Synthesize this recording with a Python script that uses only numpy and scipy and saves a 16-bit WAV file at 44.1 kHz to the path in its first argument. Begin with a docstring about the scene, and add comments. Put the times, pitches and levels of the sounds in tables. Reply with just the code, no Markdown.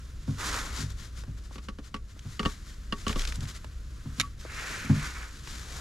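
"""Sharp knocks, dry ticks and a metallic snap sound up close, among swishing sleeves and hollow thumps.
An angler handles a rod and spinning reel in a small inflatable boat, near a body-worn camera.
The reel knocks and rings the rod, line ticks off the spool, and the bail arm chatters on its stop.
Jacket cloth rubs, wavelets set the hull booming, and a low rumble lies over the water."""
import sys
import numpy as np
from scipy.fft import rfft, irfft, next_fast_len
from scipy.io import wavfile
from scipy.ndimage import map_coordinates

SR = 44100
rng = np.random.default_rng(int(sys.argv[2]) if len(sys.argv) > 2 else 0)


def store_wav(level_fs):
    """Save 16-bit WAV to argv[1]."""
    pcm = np.round(np.clip(np.atleast_2d(level_fs), -1, 1) * 32767)
    wavfile.write(sys.argv[1], SR, pcm.T.astype(np.int16))


N = 256017
T = np.arange(SR // 2) / SR  # seconds within one hit

# The loose reel knocks on the rod. 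Each row: start in seconds, level in dB, thud offset in dB.
KNOCKS = [(1.556, -44.5, 9), (1.581, -41, 1.5), (1.685, -30.5, 1.5), (1.786, -46, 15), (1.942, -24.5, -1.5),
          (1.963, -46, -11), (2.394, -18, -3.5), (2.399, -30, 5), (2.43, -29.5, 1), (2.451, -20.5, -3),
          (2.4575, -15, -.5), (2.924, -17.5, -4), (3.066, -20, 0), (3.094, -23, -0.5), (3.106, -30.5, 2),
          (3.158, -26.5, 4)]
# Tone of sliding cloth. Each row: frequency in Hz, gain in dB.
SWISH_COLOUR = [(300, 2), (800, -11.5), (1400, 2), (2600, -3), (3600, 0.5), (5200, -1), (7200, -1),
                (8300, -8.5), (10500, -10.5), (12500, -15), (14500, -25.5), (16000, -48)]
# Dull tone of the hand on the grip. Each row: frequency in Hz, gain in dB.
PALM_COLOUR = [(40, -30), (160, 0), (330, 3.5), (520, -0.5), (800, -6.5), (1100, -5.5), (2200, -27),
               (5000, -42), (12000, -60)]
# Contour of the hiss and the sleeves' small stirrings. 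Each row: time in seconds, level in dB.
HISS_LEVEL = [(0, -57), (.2, -59.5), (1.3, -59.5), (2.04, -66), (2.22, -58), (3.6, -57.5), (3.85, -60),
              (4.2, -53), (4.33, -61.5), (5.8, -56)]
# How alike left and right sound. Each row: frequency in Hz, correlation from 0 to 1.
STEREO_LIKENESS = [(100, 1), (300, 0.97), (600, 0.64), (1200, 0.87), (2600, 0.55), (4500, 0.8),
                   (8000, 0.81), (12000, 0.41)]


def reel_knocks():
    """Each knock cracks, rings the rod and thuds in grip and palm; the shifting hand detunes the modes."""
    # Modes of the rod and of its grip. Each row: frequency in Hz, level in dB, t60 in seconds.
    rod_modes = [(902, -23.5, 0.16), (1134.4, -1, 0.1), (1218, -7, 0.078), (1343, -9, 0.054),
                 (1580, -17, 0.057), (1840, -14, 0.08), (2100, -8, 0.019), (2800, -2.5, 0.04),
                 (2980, 5, 0.012), (3460, -10, 0.033), (4090, -14, 0.033), (4490, -8.5, 0.031),
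                 (4960, -13, 0.019)]
    grip_modes = [(62.6, -7, 0.21), (104, -4, 0.081), (171, -0.5, 0.064), (217.5, 3.5, 0.073),
                  (285, -2.5, 0.084), (415.6, -9.5, 0.12), (520, -6.5, 0.065)]
    # Tone of the contact crack. Each row: frequency in Hz, gain in dB.
    crack_colour = [(200, 10), (800, -1), (1300, 10), (3200, 5), (5800, -1.5), (7500, -8), (11000, -15),
                    (15500, -36)]
    hard_knock_db = -16.5
    out = np.zeros((2, N))
    for start, db, thud_db in KNOCKS:
        force_db = db - hard_knock_db
        brightness_db = .075 * force_db - .5  # light knocks are duller
        rod = ring(rod_modes, rise=.0004, scatter_db=1.5, tilt_db=brightness_db, detune=.005)
        crack = burst(crack_colour, t60=.061)
        grip = ring(grip_modes, rise=.0053, scatter_db=1.5, detune=.016)
        palm = burst(PALM_COLOUR, t60=.063)
        add(out, start, amp(db - .5) * rod + amp(-25 + .47 * force_db) * crack)
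        add(out, start, amp(db + thud_db) * (amp(3) * grip + amp(-6.5) * palm))
    return out


def bail_snap():
    """The sprung wire chatters on its stop, to the right; the rod sings on after it."""
    # The bail arm strikes and bounces. Each row: start in seconds, level in dB.
    strikes = [(4.1985, -14.5), (4.2023, -19.5), (4.2057, -17.5), (4.2115, -18.5)]
    # Modes of the steel wire. Each row: frequency in Hz, level in dB, t60 in seconds.
    wire_modes = [(1330, -19, .045), (1740, -5, .035), (2230, 3.5, 0.023), (2460, -3.5, 0.021),
                  (3340, -15, 0.02), (3730, 7.5, 0.024), (4180, 2, 0.033), (5510, 0, .02), (6100, 2, .02),
                  (7040, 5, .02), (10200, -30, 0.047)]
    # Tone of the snap. Each row: frequency in Hz, gain in dB.
    snap_colour = [(300, -2), (800, -12), (1300, 0), (2200, 7), (7300, -5), (8300, -12), (11000, -6),
                   (14000, -24), (15700, -34)]
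    finger_slide = swell(strikes[0][0] - .0065, half_length=.023)  # fingers scrape the wire first
    out = amp(-47) * finger_slide * noise(SWISH_COLOUR)
    for start, db in strikes:
        wire = ring(wire_modes, rise=.0001, scatter_db=2, detune=.015) * amp([[-2.3], [2.3]])
        crack = burst(snap_colour, t60=.016) * amp([[-.8], [.8]])
        add(out, start, amp(db - 3.5) * wire + amp(db - 2.5) * crack)
    add(out, 4.213, amp(-32.5) * burst(snap_colour, t60=.18))  # bright tail
    rod_song = ring([(1145, -1, .2), (1325, 7, .083), (10100, -23, .5)], rise=.0025, scatter_db=-1)
    late_song = ring([(1140, -1, .092), (1263, -11, .076)], rise=.014, scatter_db=3)
    add(out, 4.202, amp(-29.5) * rod_song)
    add(out, 4.232, amp(-25.5) * late_song)
    return out


def line_ticks():
    """Line slips off the spool's lip in dry ticks."""
    # Line and fingernails on the spool. Each row: start in seconds, level in dB, centre in Hz.
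    ticks = [(1.2363, -37, 1800), (2.192, -35, 3570), (3.08, -17.5, 3680), (3.128, -23, 2400),
             (3.193, -21.5, 3500), (3.218, -23.5, 3800), (3.238, -29, 1800), (3.251, -21, 3000),
             (3.274, -22.5, 3800), (3.3226, -23.5, 2580), (3.3563, -29.5, 5510), (3.406, -31.5, 4500),
             (3.454, -33, 2500), (3.644, -30, 1670), (5.473, -28.5, 1460)]
    out = np.zeros((2, N))
    for start, db, hz in ticks:
        colour = [(hz / 5, -18), (hz * .65, -1), (hz, 0), (hz * 1.78, -6), (12000, -23), (15500, -42)]
        add(out, start, amp(db - 5) * burst(colour, t60=.021))
    return out


def hand_taps():
    """The hand lands on the grip in short, dull taps."""
    # Taps on the grip. Each row: start in seconds, level in dB.
    taps = [(1.236, -38), (1.509, -36), (2.164, -41), (3.158, -30), (3.645, -36.5), (4.450, -27.5),
            (4.895, -29.5), (5.476, -39)]
    out = np.zeros((2, N))
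    for start, db in taps:
        add(out, start, amp(db - 3) * burst(PALM_COLOUR, t60=.046))
    return out


def jacket():
    """Sleeves swish; pressed cloth adds a hollow rub and a low drag."""
    # Tone of dragging cloth. Each row: frequency in Hz, gain in dB.
    drag_colour = [(30, 2), (100, -4.5), (250, -10.5), (450, -1.5), (750, -4), (1100, -5), (2000, -41)]
    # Pan of the moving sleeve. Each row: time in seconds, left minus right in dB.
    sleeve_pan = [(.45, -1.5), (.6, -1), (.76, 4.5), (.95, 4.5), (3.2, 2), (5.2, -0.5), (5.55, 2.5)]
    swish_gain, rub_gain, drag_gain = arm_movements()
    swish = amp(.97) * swish_gain * friction(SWISH_COLOUR, slips_per_s=700, grain=.45, flutter_db=1.34)
    rub = rub_gain * amp(1.3 * wobble(70)) * hollow_folds()
    drag = amp(-2) * drag_gain * friction(drag_colour, slips_per_s=350, grain=.28, flutter_db=2.5)
    return (swish + rub) * amp(curve(sleeve_pan) * [[.5], [-.5]]) + drag


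def arm_movements():
    """Envelopes of the cloth's swish, rub and drag; overlapping movements add in power."""
    # A cuff brushes past. Each row: fastest moment in seconds, swish in dB, half length in seconds.
    brushes = [(0.35, -53.5, 0.1), (0.792, -39, 0.054), (0.909, -48.5, 0.018), (1.026, -49, 0.054),
               (1.191, -50, 0.034), (1.386, -54.5, 0.013), (1.456, -54, 0.017), (1.548, -53.5, 0.03),
               (1.645, -57, 0.026), (1.864, -53.5, 0.027), (2.111, -56, 0.02), (2.321, -54, 0.053),
               (2.496, -48, 0.076), (2.693, -53, 0.05), (3.022, -50.5, 0.063), (3.101, -40.5, 0.027),
               (3.21, -41.5, 0.041), (3.289, -41.5, .027), (3.359, -47, 0.021), (3.431, -47.5, 0.028),
               (3.496, -45.5, 0.031), (3.563, -46, 0.02), (4.421, -51, 0.032), (5.353, -53.5, 0.091)]
    # An arm sweeps over the jacket. Each row: start, attack, hold and release (to -20 dB) in seconds,
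    # then swish, rub and drag in dB.
    sweeps = [(0.358, 0.073, 0.12, 0.2861, -36.5, -37.5, -44), (3.05, 0.076, 0.12, 0.26, -51.5, -55, -52.5),
              (4.381, 0.29, 0.079, 0.5047, -42.5, -39, -49.5), (4.899, .13, 0.036, 0.14, -42.5, -40.5, -55),
              (5.098, 0.077, 0.062, 0.09, -49, -44.5, -56), (5.395, 0.11, 0.072, .2, -45.5, -55.5, -63),
              (5.548, 0.23, .1, .2, -46, -52.5, -50.5)]
    cuff_rub_db, cuff_drag_db = -10.5, -18.5
    fidget = amp(curve(HISS_LEVEL) - 4 + wobble(9))
    cuff_power = fidget ** 2 + sum((amp(db) * swell(s, half)) ** 2 for s, db, half in brushes)
    power = np.outer(amp([0, cuff_rub_db, cuff_drag_db]) ** 2, cuff_power)
    for start, attack, hold, release, *levels_db in sweeps:
        power += np.outer(amp(levels_db), sweep(start, attack, hold, release)) ** 2
    return np.sqrt(power)


def friction(colour, slips_per_s, grain, flutter_db):
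    """Threads catch and slip: tiny clicks on a hiss, under uneven pressure."""
    slips = unit(rng.standard_normal(N) * (rng.random(N) < slips_per_s / SR))
    fibres = rng.standard_normal((2, N)) + grain * slips * [[1], [0]]  # clicks sit in the centre
    return coloured(fibres, colour) * amp(flutter_db * unit(wobble(45) + wobble(170)))


def hollow_folds():
    """The cloth's hollow ring: narrow bands of noise that rise as the folds close."""
    # Pitch of the folds. Each row: time in seconds, centre in Hz.
    fold_pitch = [(.4, 1294), (.8, 1383), (3.2, 1459), (4.55, 1704), (4.8, 1742), (5.05, 1567), (5.8, 1543)]
    # Modes of the folds. Each row: ratio to the centre, half width in Hz, level in dB.
    fold_modes = [(.8, 266, -6), (1, 387, 3.5), (1.42, 430, 1.5)]
    phase = 2 * np.pi * np.cumsum(curve(fold_pitch)) / SR
    bands = np.zeros((2, N))
    for ratio, width_hz, db in fold_modes:
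        a, b = filtered(rng.standard_normal((2, 2, N)), lambda hz: 1 / (1 + (hz / width_hz) ** 2))
        bands += amp(db) * unit(a * np.cos(ratio * phase) + b * np.sin(ratio * phase))
    return coloured(bands, [(600, -14), (1000, 4.5), (2550, .5), (2900, -1)])


def hull_slaps():
    """Water slaps set the air tubes and the floor booming, with a dull slosh on top."""
    # Wavelets. Each row: start in seconds, level in dB, rise in seconds, tilt in dB per octave.
    slaps = [(.277, -20.5, 0.018, 2), (.785, -31.5, 0.017, 3), (.826, -27, 0.02, -7.5),
             (1.275, -31, 0.012, -4), (2.251, -31, 0.0032, -6.5), (3.375, -29.5, 0.0036, -5),
             (3.419, -26.5, 0.012, -4.5), (4.054, -29, 0.011, 0.5), (4.18, -30, 0.025, 4),
             (4.843, -33.5, .011, 10), (4.8949, -11.5, 0.0085, 2.5), (4.961, -22, 0.0069, -2.5)]
    # Modes of the hull. Each row: frequency in Hz, level in dB, t60 in seconds.
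    hull_modes = [(99.1, 3, 0.3), (130, -1, 0.23), (148.6, 5, 0.19), (215.2, 0.5, 0.16),
                  (264.4, -2.5, 0.18), (363, -17, 0.083)]
    slosh_colour = [(150, -18), (280, 8), (400, 2.5), (700, -4.5), (1400, -6), (4000, -52)]
    out = np.zeros((2, N))
    for start, db, rise, tilt_db in slaps:
        boom = ring(hull_modes, rise, scatter_db=.8, tilt_db=tilt_db)
        slosh = burst(slosh_colour, t60=.2)
        add(out, start, amp(db + 10) * (boom + amp(-21.5) * slosh))
    return out


def camera_jolts():
    """Knocks jolt the camera, and it sways on its harness after a tug."""
    # The camera on its mount. Each row: frequency in Hz, level in dB, t60 in seconds.
    mount_mode = [(33, 0, 0.36)]
    out = np.zeros((2, N))
    for start, db, thud_db in KNOCKS:
        add(out, start, amp(db + thud_db - 4) * ring(mount_mode, rise=.0068, scatter_db=0))
    sway = ring([(27.3, 0, .79)], rise=.0063, scatter_db=0)
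    add(out, 3.147, amp(-8) * sway)
    return out


def rumble():
    """A low drone swells and sinks over the water."""
    # Contour of the drone. Each row: time in seconds, level in dB.
    rumble_level = [(0.0, -44), (0.65, -40.5), (1.0, -43.5), (1.34, -42.5), (1.87, -46.5), (3.3, -41.5),
                    (3.6, -43.5), (5.81, -44)]
    # Its tone. Each row: frequency in Hz, gain in dB.
    rumble_colour = [(8, -36), (25, -2.5), (36, -5.5), (48, -9), (59, 3), (72, -12), (110, -14.5),
                     (200, -25), (330, -33), (700, -43.5), (2000, -89)]
    return amp(curve(rumble_level) + 3) * noise(rumble_colour)


def hiss():
    """A faint hiss lies under the handling."""
    # Tone of the hiss. Each row: frequency in Hz, gain in dB.
    hiss_colour = [(300, -16), (750, -24), (1000, 6.5), (1450, 9.5), (2400, 2), (3600, 1), (7200, -2),
                   (8300, -7), (11500, -8), (15500, -20)]
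    return amp(curve(HISS_LEVEL) - 2.5) * noise(hiss_colour)


def ring(modes, rise, scatter_db, tilt_db=0, detune=0):
    """Damped modes, struck at scattered strengths; high ones reach left and right out of step."""
    hz, db, t60 = np.transpose(modes)[:, :, None]
    strength = amp(db + scatter_db * rng.standard_normal(hz.shape) + tilt_db * np.log2(hz / hz[0]))
    hz = hz * (1 + detune * rng.standard_normal(hz.shape))
    skew = rng.choice([-1, 1], hz.shape) * stereo_angle(hz)
    polarity = (-1) ** np.arange(len(hz))[:, None]
    waves = polarity * strength * amp(-60 * T / t60) * np.sin(2 * np.pi * hz * T + np.array([skew, -skew]))
    return unit_hit(waves.sum(axis=1) * (1 - np.exp(-T / rise)))


def burst(colour, t60):
    """The dying noise of one contact, which takes an instant to close."""
    closing = 1 - np.exp(-(T / .0005) ** 2)
    return unit_hit(noise(colour, len(T)) * closing * amp(-60 * T / t60))


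def swell(peak_s, half_length):
    """A quick movement, fastest at peak_s."""
    return np.exp(-((np.arange(N) / SR - peak_s) / half_length) ** 2)


def sweep(start, attack, hold, release):
    """A long movement speeds up smoothly, holds, slows gently and then stops."""
    t = np.arange(N) / SR - start
    slowing = np.maximum(t - attack - hold, 0) / release
    return np.sin(np.pi / 2 * np.clip(t / attack, 0, 1)) ** 2 * amp(-20 * slowing ** 1.19)


def noise(colour, length=N):
    """Steady stereo noise of a given tone."""
    return coloured(rng.standard_normal((2, length)), colour)


def coloured(pair, colour):
    """Shape two unrelated signals into a left and right of rms 1, alike in the bass."""
    def response(hz):
        angle = stereo_angle(hz)
        return amp(along(colour, hz)) * [np.cos(angle), np.sin(angle)]
    mid, side = filtered(pair, response)
    return unit(np.array([mid + side, mid - side]))


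def stereo_angle(hz):
    """Stereo spread in radians; 0 is mono."""
    return np.arccos(np.clip(along(STEREO_LIKENESS, hz), -1, 1)) / 2


def filtered(x, response):
    """Apply a frequency response."""
    n = x.shape[-1]
    padded = next_fast_len(n + 8192)
    return irfft(rfft(x, padded) * response(np.fft.rfftfreq(padded, 1 / SR)), padded)[..., :n]


def wobble(rate):
    """A smooth random curve, rate knots a second."""
    return map_coordinates(rng.standard_normal(int(N * rate / SR) + 4), [np.arange(N) * rate / SR])


def along(points, hz):
    """Read (Hz, value) points on a log axis."""
    knots_hz, values = np.transpose(points)
    return np.interp(np.log(hz + 1), np.log(knots_hz + 1), values)


def curve(rows):
    """Turn (seconds, value) rows into one value per sample."""
    return np.interp(np.arange(N) / SR, *np.transpose(rows))


def amp(db):
    """Decibels to gain."""
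    return 10 ** (np.asarray(db) / 20)


def unit(x):
    """Scale to rms 1."""
    return x / np.sqrt(np.mean(x ** 2) + 1e-20)


def unit_hit(x):
    """Give a stereo hit the energy of one millisecond at rms 1."""
    return x / np.sqrt(np.sum(np.mean(x ** 2, axis=0)) / (SR * .001))


def add(track, start, sound):
    """Mix a hit in at start seconds."""
    part = track[:, round(start * SR):][:, :len(T)]
    part += sound[..., :part.shape[1]]


def scene():
    """Everything is within arm's reach, in open air, leaning a touch to the left."""
    cloth_and_hiss = jacket() + hiss()
    tackle = reel_knocks() + hand_taps() + line_ticks() + bail_snap()
    low_end = hull_slaps() + rumble() + camera_jolts()
    return (cloth_and_hiss + tackle + low_end) * amp([[.2], [-.2]])


def record(dry):
    """Sound reaches the left microphone port a little late, and the very top is cut off."""
    # Lag of the left port. 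Each row: frequency in Hz, phase lag in radians.
    port_lag = [(100, 0.18), (600, 0.47), (1300, 0.45), (2700, 0.84), (5000, 0.36), (10000, 0)]
    top_hz = 15750
    return filtered(dry, lambda hz: np.exp(.5j * along(port_lag, hz) * [[-1], [1]]) * (hz < top_hz))


dry = scene()
out = record(dry)
store_wav(out)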